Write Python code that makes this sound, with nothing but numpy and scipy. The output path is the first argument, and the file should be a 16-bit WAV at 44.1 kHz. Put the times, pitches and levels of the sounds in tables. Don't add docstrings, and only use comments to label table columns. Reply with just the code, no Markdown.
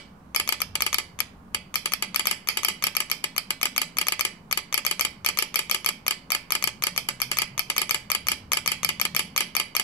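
import sys
import numpy as np
from scipy import signal
from scipy.io import wavfile
from scipy.ndimage import uniform_filter1d

SR = 44100
rng = np.random.default_rng(int(sys.argv[2]) if len(sys.argv) > 2 else 0)


def master_out(mix):
    frames = np.transpose(np.atleast_2d(mix))
    ceiling = np.clip(frames, -1, 1)
    pcm = np.round(ceiling * 32767).astype(np.int16)
    wavfile.write(sys.argv[1], SR, pcm)


def magnitude_from_level(level_db):
    exponent = np.asarray(level_db, float) / 20
    return 10 ** exponent


N = 433503

# bar_drop_s, bar_rise_s, key_force_db, lever_travel_ms, contact_to_anvil_ms
FIRST_PRESSES = [(0.3613, 0.3978, -22.5, 12.4, 13.8), (0.4899, 0.5229, -25.0, 18.9, 14.0),
                 (0.6172, 0.7535, -27.5, 32.4, 13.9), (0.8207, 0.8636, -21.5, 11.6, 14.9),
                 (0.9433, 0.9833, -20.5, 15.7, 14.4), (1.2031, 1.5456, -28.5, 24.6, 13.7),
                 (1.756, 1.857, -25.5, 15.9, 14.5), (1.9352, 2.0234, -24.0, 22.3, 15.1),
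                 (2.1595, 2.1942, -24.0, 12.6, 14.7), (2.2701, 2.311, -23.0, 16.7, 14.7),
                 (2.4867, 2.5713, -27.0, 19.1, 13.8), (2.6475, 2.6836, -22.5, 16.4, 15.0),
                 (2.8391, 2.8674, -24.5, 14.5, 15.2), (2.9666, 3.0025, -27.5, 19.0, 15.4),
                 (3.1144, 3.2402, -28.0, 27.1, 15.0), (3.3794, 3.5047, -26.0, 28.6, 15.8),
                 (3.6297, 3.6542, -25.5, 14.1, 16.4), (3.7788, 3.8157, -23.0, 14.8, 16.0),
                 (3.9848, 4.0125, -26.0, 13.8, 15.4), (4.0834, 4.1212, -23.0, 13.4, 14.9),
                 (4.2087, 4.2498, -21.0, 26.7, 15.0)]
LATER_PRESSES = [(4.5259, 4.5737, -22.5, 15.0, 14.0), (4.742, 4.7765, -23.0, 14.0, 15.8),
                 (4.8645, 4.911, -22.0, 12.9, 14.6), (5.0092, 5.0489, -20.0, 19.0, 14.5),
                 (5.2618, 5.287, -24.5, 13.1, 14.7), (5.3876, 5.423, -23.0, 33.0, 14.8),
                 (5.5573, 5.5903, -24.0, 25.0, 14.8), (5.7119, 5.745, -24.0, 16.5, 15.0),
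                 (5.861, 5.888, -26.0, 18.9, 15.5), (6.0801, 6.1078, -22.0, 13.0, 15.0),
                 (6.3188, 6.3478, -23.0, 15.3, 15.1), (6.5208, 6.551, -23.5, 11.0, 15.3),
                 (6.6399, 6.6733, -22.5, 16.2, 15.1), (6.8371, 6.8678, -23.5, 14.0, 14.4),
                 (6.9769, 7.0867, -26.5, 21.6, 14.6), (7.2169, 7.3145, -28.5, 18.9, 15.2),
                 (7.3859, 7.4181, -22.5, 12.7, 15.7), (7.5929, 7.6996, -23.5, 18.0, 14.7),
                 (7.78, 7.8156, -21.0, 13.3, 15.9), (7.9087, 7.9442, -23.0, 16.8, 15.1),
                 (8.1161, 8.1483, -20.5, 10.0, 14.9), (8.2845, 8.3162, -23.5, 15.2, 15.5),
                 (8.5326, 8.5702, -17.0, 16.0, 14.3), (8.6759, 8.717, -21.0, 25.0, 15.3),
                 (8.8466, 8.8896, -22.0, 12.8, 15.2), (9.0136, 9.0512, -22.5, 13.0, 15.6),
                 (9.164, 9.1924, -23.5, 13.0, 15.8), (9.3771, 9.4055, -20.0, 16.5, 14.8),
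                 (9.5656, 9.5978, -21.0, 14.8, 14.2), (9.7651, 9.7963, -21.0, 17.0, 14.1)]
# lead_s, level_re_rise_db
UNSTICK = (.0052, -25)
# time_s, level_db
EARLIER_RISE = (-0.055, -14)

# mode_hz, t60_s, left_swing, right_swing
KEY_MODES = [(360, 0.0036, 0.3, 0.4), (520, 0.03, -0.16, -0.24), (900, 0.009, 2.2, 1.5),
             (1215, 0.0211, -0.95, -0.7), (1820, 0.0098, 0.14, -0.53), (2180, 0.0066, -3.09, -0.49),
             (2450, 0.04, 4.31, 1.68), (2780, 0.0133, 0.91, 0.56), (3260, 0.0044, 2.19, 1.58),
             (3670, 0.005, -0.85, 1.13), (4320, 0.0102, -0.85, 1.19), (5020, 0.003, -0.54, 0.93),
             (5470, 0.0104, 0.03, 0.46), (5990, 0.0095, -1.87, -0.31), (6480, 0.0079, 1.33, 0.21),
             (6790, 0.0043, 1.37, -0.02), (7380, 0.0263, 1.85, 0.44), (8220, 0.0042, 0.59, 0.15),
             (8920, 0.0052, 1.65, 0.01), (9900, 0.0077, 0.47, 0.12), (10490, 0.0116, -1.12, 0.06),
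             (10730, 0.0166, 1.26, -0.08), (11340, 0.0092, -0.67, 0.0), (12310, 0.0398, 0.93, 0.02),
             (13350, 0.0087, -0.08, -0.01), (13850, 0.0061, -0.34, -0.03), (15560, 0.0228, -0.21, -0.03)]
ANVIL_MODES = [(350, 0.0116, -0.23, -0.28), (700, 0.0069, 1.5, 2.11), (940, 0.0056, 0.2, 0.4),
               (1275, 0.022, 0.5, 1.0), (1750, 0.0218, 0.82, 1.64), (2110, 0.006, 4.6, -3.6),
               (2390, 0.0081, -5.18, -1.78), (3080, 0.024, 1.08, 1.96), (3180, 0.003, 6.47, 5.86),
               (4240, 0.0066, 0.76, 3.45), (4500, 0.007, 3.06, -3.92), (4850, 0.0246, 0.1, -1.21),
               (4990, 0.018, 2.4, 3.3), (5170, 0.016, 1.9, -1.7), (5790, 0.0138, -0.31, -1.25),
               (6030, 0.0073, -1.64, -0.82), (6570, 0.0078, -0.53, -1.09), (7190, 0.0031, -3.63, -4.37),
               (7620, 0.0144, -0.52, -0.68), (8730, 0.01, 0.4, 0.6), (9040, 0.003, 5.69, -0.18),
               (9520, 0.0112, 3.29, -0.57), (10330, 0.0095, 2.62, -1.24), (10770, 0.0038, 5.37, -2.85),
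               (11520, 0.0086, -2.01, -0.45), (11830, 0.0081, 6.31, -1.4), (12000, 0.012, 3.75, 0.68),
               (12910, 0.0095, -4.93, 0.54), (13320, 0.0046, -2.56, -0.68), (13850, 0.0064, -1.11, -0.64),
               (14800, 0.0116, 0.1, -0.06)]
STOP_MODES = [(370, 0.04, -0.34, -0.34), (630, 0.003, -1.04, -1.17), (930, 0.0265, 0.43, 0.32),
              (1230, 0.04, 0.56, 0.66), (1720, 0.03, -1.1, -2.2), (2070, 0.03, 2.5, 1.6),
              (2250, 0.018, -1.9, -0.5), (2430, 0.025, 1.3, 0.55), (2970, 0.022, -3.0, -1.9),
              (3200, 0.02, 1.1, 0.9), (3420, 0.02, -0.6, -0.2), (3950, 0.0195, -0.57, -0.98),
              (4580, 0.017, -1.2, 1.4), (4780, 0.03, 1.3, 1.13), (5220, 0.0102, -2.46, 1.44),
              (5740, 0.04, -0.41, -0.27), (6180, 0.0055, 3.06, 1.57), (6830, 0.0118, 0.38, -2.89),
              (7090, 0.025, -0.91, 1.23), (7650, 0.0139, 1.91, 1.25), (7850, 0.0242, 0.75, -0.15),
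              (8870, 0.007, -7.75, 2.55), (9430, 0.04, 0.24, -0.18), (9950, 0.0083, 2.81, 0.03),
              (10240, 0.0136, -4.24, 1.35), (11290, 0.006, 3.49, 0.43), (11780, 0.0219, -0.45, 0.09),
              (12410, 0.0055, 8.22, 1.28), (13240, 0.0098, 1.71, 0.44), (14300, 0.0041, 4.78, 0.85),
              (15180, 0.04, -0.11, -0.02)]
SCREW_MODES = [(1220, 0.013, 0.53, 0.69), (2220, 0.016, -0.56, -0.82), (2510, 0.018, -1.24, 0.2),
               (3340, 0.048, 0.17, -0.24), (3180, 0.013, -0.21, 0.67), (4630, 0.0073, 0.33, .35),
               (10500, 0.0079, 0.63, -0.19), (11560, 0.0057, .25, .05)]
# mode_hz, t60_s, left_swing, right_swing
BOARD_MODES = [(2300, .012, .7, 1.9), (3000, .008, .3, .6), (5950, .007, .1, 2.4), (6400, .007, -.1, -1.9),
               (7400, .004, .05, 1.1), (8300, .004, .05, -.8), (11200, .003, 0.02, .5)]
# ring_hz, t60_s, left_swing, right_swing
BAR_RINGS = [(594, 0.18, 0.025, 0.05), (873.5, 0.071, 0.19, 0.015), (2280, 0.28, 0.047, 0.035),
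             (2390, 0.19, .01, 0.028), (3230, 0.2, 0.028, 0.047), (4480, .1, .005, .03),
             (4670, .14, .01, 0.039), (4780, 0.28, 0.02, 0.036), (5500, 0.1, 0.0089, 0.025),
             (8220, 0.11, 0.014, 0.028), (10300, 0.077, 0.072, 0.08), (10380, 0.09, .06, .05),
             (1273, 0.13, 0.062, 0.053)]

# rise_left_ms, rise_right_ms, rebound_delay_ms, rebound_share, arrival_left_ms, arrival_right_ms
KEY_BLOW = (.627, .41, .614, .93, -.096, -.014)
ANVIL_BLOW = (1.483, 3, .887, .589, -.104, .029)
STOP_BLOW = (3, 3, .568, -.457, -.089, .044)
SCREW_BLOW = (.6, .7, .9, .4, -.09, .04)
BOARD_BLOW = (.5, .5, .6, .3, 0, 0)
# choke_ms, crack_db, crack_length_ms (held within 0.5 to 2), long_ring_db, room_db, echo_db
KEY_REST = (7, -3, 30, -25, -14, -8)
ANVIL_REST = (10.5, 0.5, 21.5, -9.5, -7.5, -6.5)
STOP_REST = (8.5, 4, 11.5, 1.5, -9, 0)
SCREW_REST = (8.5, -18, 4.5, -27.5, -22.5, -29.5)
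BOARD_REST = (2.1, -14, 1.2, -40, -25, -30)
# mode_hz, extra_path_to_right_ms
ANVIL_DETOUR = [(1250, -.07), (1750, 0), (2130, -.04), (2400, 0), (4500, 0), (5000, -.02)]
STOP_DETOUR = [(1230, -.05), (1750, .05), (2090, .105), (2250, .09), (2430, .035), (2940, -.02),
               (4800, -.055), (5700, 0)]

# band_hz, left_db, right_db
CRACK_COLOUR = [(150, -40, -39), (406, 6, -2), (1480, -8, 8), (4140, 5, 9.5), (8300, 4.5, 3),
                (12400, 10.5, -8), (14050, -8, -16), (15500, -13, -36.5)]
# delay_s, left_db, right_db
ECHOES = [(.0066, -12, -3.5), (.0088, -11, -20), (0.0175, -14, -19.5), (.022, -27, -18)]
# band_hz, left_db, right_db
WALL_COLOUR = [(200, -31, -51), (940, 0.5, -4), (2060, -15, -6.5), (2730, -8, 6), (3070, -21, -25.5),
               (3400, -15, 1.5), (4700, -13, -5.5), (6270, -32, -10), (8300, -40, -1.5),
               (11800, -20.5, -14), (15100, -4.5, -18.5)]
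# band_hz, left_db, right_db
TAIL_COLOUR = [(90, -27, -38.5), (298, -6, 0.5), (600, 5.5, 3.5), (1270, -9.5, -3), (1620, -13.5, 2),
               (2320, -8.5, -3.5), (2500, -11.5, -3), (2700, -1, 4.5), (2980, -8.5, -4.5), (3280, -14, 5.5),
               (3600, -5, 1), (4450, -7, 6), (4760, -10.5, 4.5), (5600, -6, 3.5), (7840, -6, 1),
               (8200, 3, 5), (8700, -11, -11), (9600, -3, -9.5), (10300, -4, -3.5), (10800, -5.5, -9.5),
               (11200, -10, -12.5), (14500, -12, -11)]
# band_hz, t60_s
ROOM_DECAY = [(250, 0.77), (700, 0.16), (1800, 0.4), (4600, 0.31), (8000, 0.25), (12000, 0.23),
              (16000, 0.35)]

# band_hz, density_db_per_hz
HUM_SPECTRUM = [(12, -31), (20, -26), (66, -13.5), (109, -10), (180, 4.5), (266, -7.5), (330, -21.5),
                (600, -32.5), (1100, -32), (2000, -46.5), (3500, -55), (7000, -59.5), (13000, -60.5),
                (14500, -62), (16500, -66)]
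# band_hz, correlation
HUM_LIKENESS = [(60, 0.96), (130, 0.96), (290, 0.93), (640, 0.3), (1410, -0.04), (3100, 0.07), (6820, 0.04),
                (15000, 0.04)]
# band_hz, left_minus_right_db
HUM_BALANCE = [(60, 0.0), (130, 0.0), (290, 0.0), (640, -1.0), (1410, -6.5), (3100, -7.0), (6820, -8.5),
               (15000, -4.0)]
# time_s, lasting_s, drone_hz, width_hz, level_re_traffic_db
PASSES = [
    (.75, 0.14, 95.7, 11.4, 22),
    (1.1, 0.76, 64, 26, 9.5),
    (1.9, 0.76, 182.5, 10, 4.5),
    (3.75, 0.23, 262, 7.8, 10),
    (5.2, 0.17, 90, 12, 11.5),
    (6.8, 0.28, 181, 21, 6.5),
    (7.1, 0.75, 129, 8.8, 13),
    (7.3, 1, 42, 13.6, 8),
    (8.4, 0.47, 86, 13, 10),
    (9.0, 0.44, 158, 98, 6),
]


def strokes():
    presses = list(FIRST_PRESSES) + list(LATER_PRESSES)
    drop_s, rise_s, force_db, travel_ms, pull_ms = np.transpose(presses)
    drop_db, dash_loss_db, dash_s = -16.5, 0.86, 0.06
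    rise_db = -18.5
    tap_db, quick_ms, loss_db_per_ms = -18, 7.9, 0.74
    shuts = zip(drop_s - pull_ms / 1000, force_db)
    falls = zip(drop_s, drop_db - dash_loss_db * (rise_s - drop_s > dash_s))
    rises = zip(rise_s, rise_db + 0 * rise_s)
    taps = zip(rise_s + travel_ms / 1000, tap_db - loss_db_per_ms * (travel_ms - quick_ms))
    return list(shuts), list(falls), list(rises), list(taps)


def key_contact(shuts):
    board_delay_s = 0.0066
    direct = knocks(shuts, KEY_MODES, KEY_BLOW, KEY_REST)
    returned = [(s + board_delay_s, db) for s, db in shuts]
    return direct + knocks(returned, BOARD_MODES, BOARD_BLOW, BOARD_REST)


def anvil_drop(falls):
    return knocks(falls, ANVIL_MODES, ANVIL_BLOW, ANVIL_REST, ANVIL_DETOUR)


def back_stop(rises):
    return knocks([EARLIER_RISE] + rises, STOP_MODES, STOP_BLOW, STOP_REST, STOP_DETOUR)


def light_taps(taps, rises):
    lead_s, level_db = UNSTICK
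    lifts = [(s - lead_s, db + level_db) for s, db in rises]
    return knocks(taps + lifts, SCREW_MODES, SCREW_BLOW, SCREW_REST)


def knocks(events, modes, blow, rest, detour=((0, 0),)):
    rise_ms, (rebound_ms, rebound_share), arrival_ms = np.reshape(blow, (3, 2, 1))
    choke_ms, crack_db, crack_ms, bar_db, room_db, echo_db = rest
    pad, lead, ms = 4096, 32, 1e-3
    t = np.arange(-lead, 800) / SR - arrival_ms * ms
    late = t - rebound_ms * ms
    mode_db = 0.86 * rng.standard_normal((len(events), len(modes), 1))
    grit = rng.standard_normal((len(events), *t.shape))

    swell = 1 - np.exp(-np.maximum(t, 0) / (rise_ms * ms))
    late_swell = 1 - np.exp(-np.maximum(late, 0) / (rise_ms * ms))
    choke = np.exp(-(t / (choke_ms * ms)) ** 4)
    crack_decay = np.exp(-np.maximum(t, 0) / (np.clip(crack_ms, .5, 2) * ms))
    crack = magnitude_from_level(crack_db) * swell * crack_decay

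    size = N + 2 * pad
    body, cracks, blows = np.zeros((2, size)), np.zeros((2, size)), np.zeros(size)
    for (s, db), vary_db, noise in zip(events, mode_db, grit):
        at = round(s * SR) + pad - lead
        span = slice(at, at + t.shape[1])
        modal = swell * ring(modes, t, vary_db, detour)
        modal += rebound_share * late_swell * ring(modes, late, vary_db, detour)
        body[:, span] += magnitude_from_level(db) * choke * modal
        cracks[:, span] += magnitude_from_level(db) * crack * noise
        blows[at + lead] = magnitude_from_level(db + bar_db)
    cracks = coloured(cracks, CRACK_COLOUR)
    out = body + cracks + through(blows[None], bar_ring())
    return in_room(out, cracks, room_db, echo_db)[:, pad:pad + N]


def ring(modes, t, vary_db=0, detour=((0, 0),)):
    hz, t60_s, *swing = np.transpose(modes)[:, :, None]
    path_s = np.array([0 * hz, read(detour, hz) / 1000])
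    t = np.maximum(t[:, None] - path_s, 0)
    waves = magnitude_from_level(vary_db - 60 * t / t60_s) * np.sin(2 * np.pi * hz * t)
    return (np.array(swing) * waves).sum(1)


def bar_ring():
    t = np.arange(SR // 4) / SR
    return ring(BAR_RINGS, np.array([t, t])) * (1 - np.exp(-t / 0.0022))


def in_room(out, cracks, room_db, echo_db):
    scatter, scatter_hz, diffuse_db = 0.6, 300, 1
    radiated = out[0] + 0.018 * out[1] + cracks[1]
    tail, echoes = reflections(room_db, echo_db)
    flutter = rng.standard_normal(out.shape[1])
    flutter = signal.lfilter(*signal.butter(2, scatter_hz, fs=SR), flutter)
    flutter /= flutter.std()
    smeared = out[0] * (np.sqrt(1 - scatter ** 2) + scatter * flutter)
    smeared += magnitude_from_level(diffuse_db) * cracks[1]
    return out + through(radiated[None], echoes) + through(smeared[None], tail)


def reflections(room_db, echo_db):
    size, early_gain, early_s = SR // 3, 1.7, 0.013
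    taps = np.zeros((2, size))
    grid = np.arange(330, size - 22, 22)
    at = grid + rng.integers(0, 22, (2, len(grid)))
    np.put_along_axis(taps, at, rng.choice([-1., 1.], at.shape), 1)
    hz, t, z = signal.stft(taps, SR, nperseg=256)
    same = 1 / (1 + (hz[:, None] / 900) ** 2)
    z[1] = same * z[0] + np.sqrt(1 - same ** 2) * z[1]
    z *= magnitude_from_level(-60 * t / read(ROOM_DECAY, hz)[:, None])
    tail = signal.istft(z, SR, nperseg=256)[1][:, :size]
    tail *= 1 + early_gain * np.exp(-np.arange(size) / SR / early_s)
    tail *= magnitude_from_level(room_db) / np.linalg.norm(tail, axis=1)[:, None]
    echoes = np.zeros_like(tail)
    for delay_s, *db in ECHOES:
        echoes[:, round(delay_s * SR)] = magnitude_from_level(np.add(db, echo_db))
    return coloured(tail, TAIL_COLOUR), coloured(echoes, WALL_COLOUR)


def through(x, response):
    return signal.fftconvolve(x, response, axes=1)[:, :x.shape[1]]


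def coloured(x, table):
    hz = np.linspace(0, SR / 2, 257)
    colour = [signal.firwin2(257, hz, magnitude_from_level(read(table, hz, port)), fs=SR) for port in (1, 2)]
    return signal.oaconvolve(x, colour, axes=1)[:, 128:128 + x.shape[1]]


def read(points, hz, column=1):
    table = np.transpose(points)
    return np.interp(np.log(hz + 1), np.log(table[0] + 1), table[column])


def room_tone():
    hop = 512
    frames, hz = N // hop + 5, np.fft.rfftfreq(2048, 1 / SR)
    a, b, c, d, patches = rng.standard_normal((frames, len(hz), 5), dtype=np.float32).T
    patches = uniform_filter1d(uniform_filter1d(patches, size=3, axis=0), size=12, axis=1)
    same = np.clip(read(HUM_LIKENESS, hz), -1, 1)[:, None]
    left = a + 1j * b
    z = np.array([left, same * left + np.sqrt(1 - same ** 2) * (c + 1j * d)])
    deep = 1 / (1 + (hz / 110) ** 6)[:, None]
    bass = 1 / (1 + (hz / 330) ** 4)[:, None]
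    lean_db = np.array([.5, -.5])[:, None, None] * read(HUM_BALANCE, hz)[:, None]
    level_db = read(HUM_SPECTRUM, hz)[:, None] + traffic_db(hz, np.arange(frames) * hop / SR, deep, bass)
    z *= magnitude_from_level(level_db + lean_db + 1.46 * bass * patches / patches.std())
    return 0.55 * signal.istft(z, nperseg=2048, noverlap=2048 - hop)[1][:, :N]


def traffic_db(hz, t, deep, bass):
    power_per_hz = magnitude_from_level(2 * read(HUM_SPECTRUM, hz))

    def gain_db(band_db, low_hz, high_hz):
        return band_db - 10 * np.log10(power_per_hz[(hz > low_hz) & (hz < high_hz)].sum())

    field_db = deep * gain_db(-50, 25, 110)
    field_db = field_db + (bass - deep) * gain_db(-48.5, 110, 280)
    field_db = field_db + (1 - bass) * gain_db(-44, 300, 16000)
    for s, lasting_s, drone_hz, width_hz, db in PASSES:
        near = (hz[:, None] - drone_hz) / width_hz
        field_db = field_db + db * np.exp(-near ** 2 - ((t - s) / lasting_s) ** 2)
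    return field_db


def scene():
    shuts, falls, rises, taps = strokes()
    mix = key_contact(shuts)
    mix += anvil_drop(falls)
    mix += back_stop(rises)
    mix += light_taps(taps, rises)
    return mix + room_tone()


def low_pass(x):
    return signal.sosfilt(signal.butter(12, 16820, fs=SR, output="sos"), x)


def record(dry):
    band = signal.sosfilt(signal.butter(10, 15900, fs=SR, output="sos"), dry)
    band = signal.sosfilt(signal.cheby2(16, 40, 17000, fs=SR, output="sos"), band)
    return low_pass(np.clip(band + 0.0007, -1, 1))


dry = scene()
out = record(dry)
master_out(out)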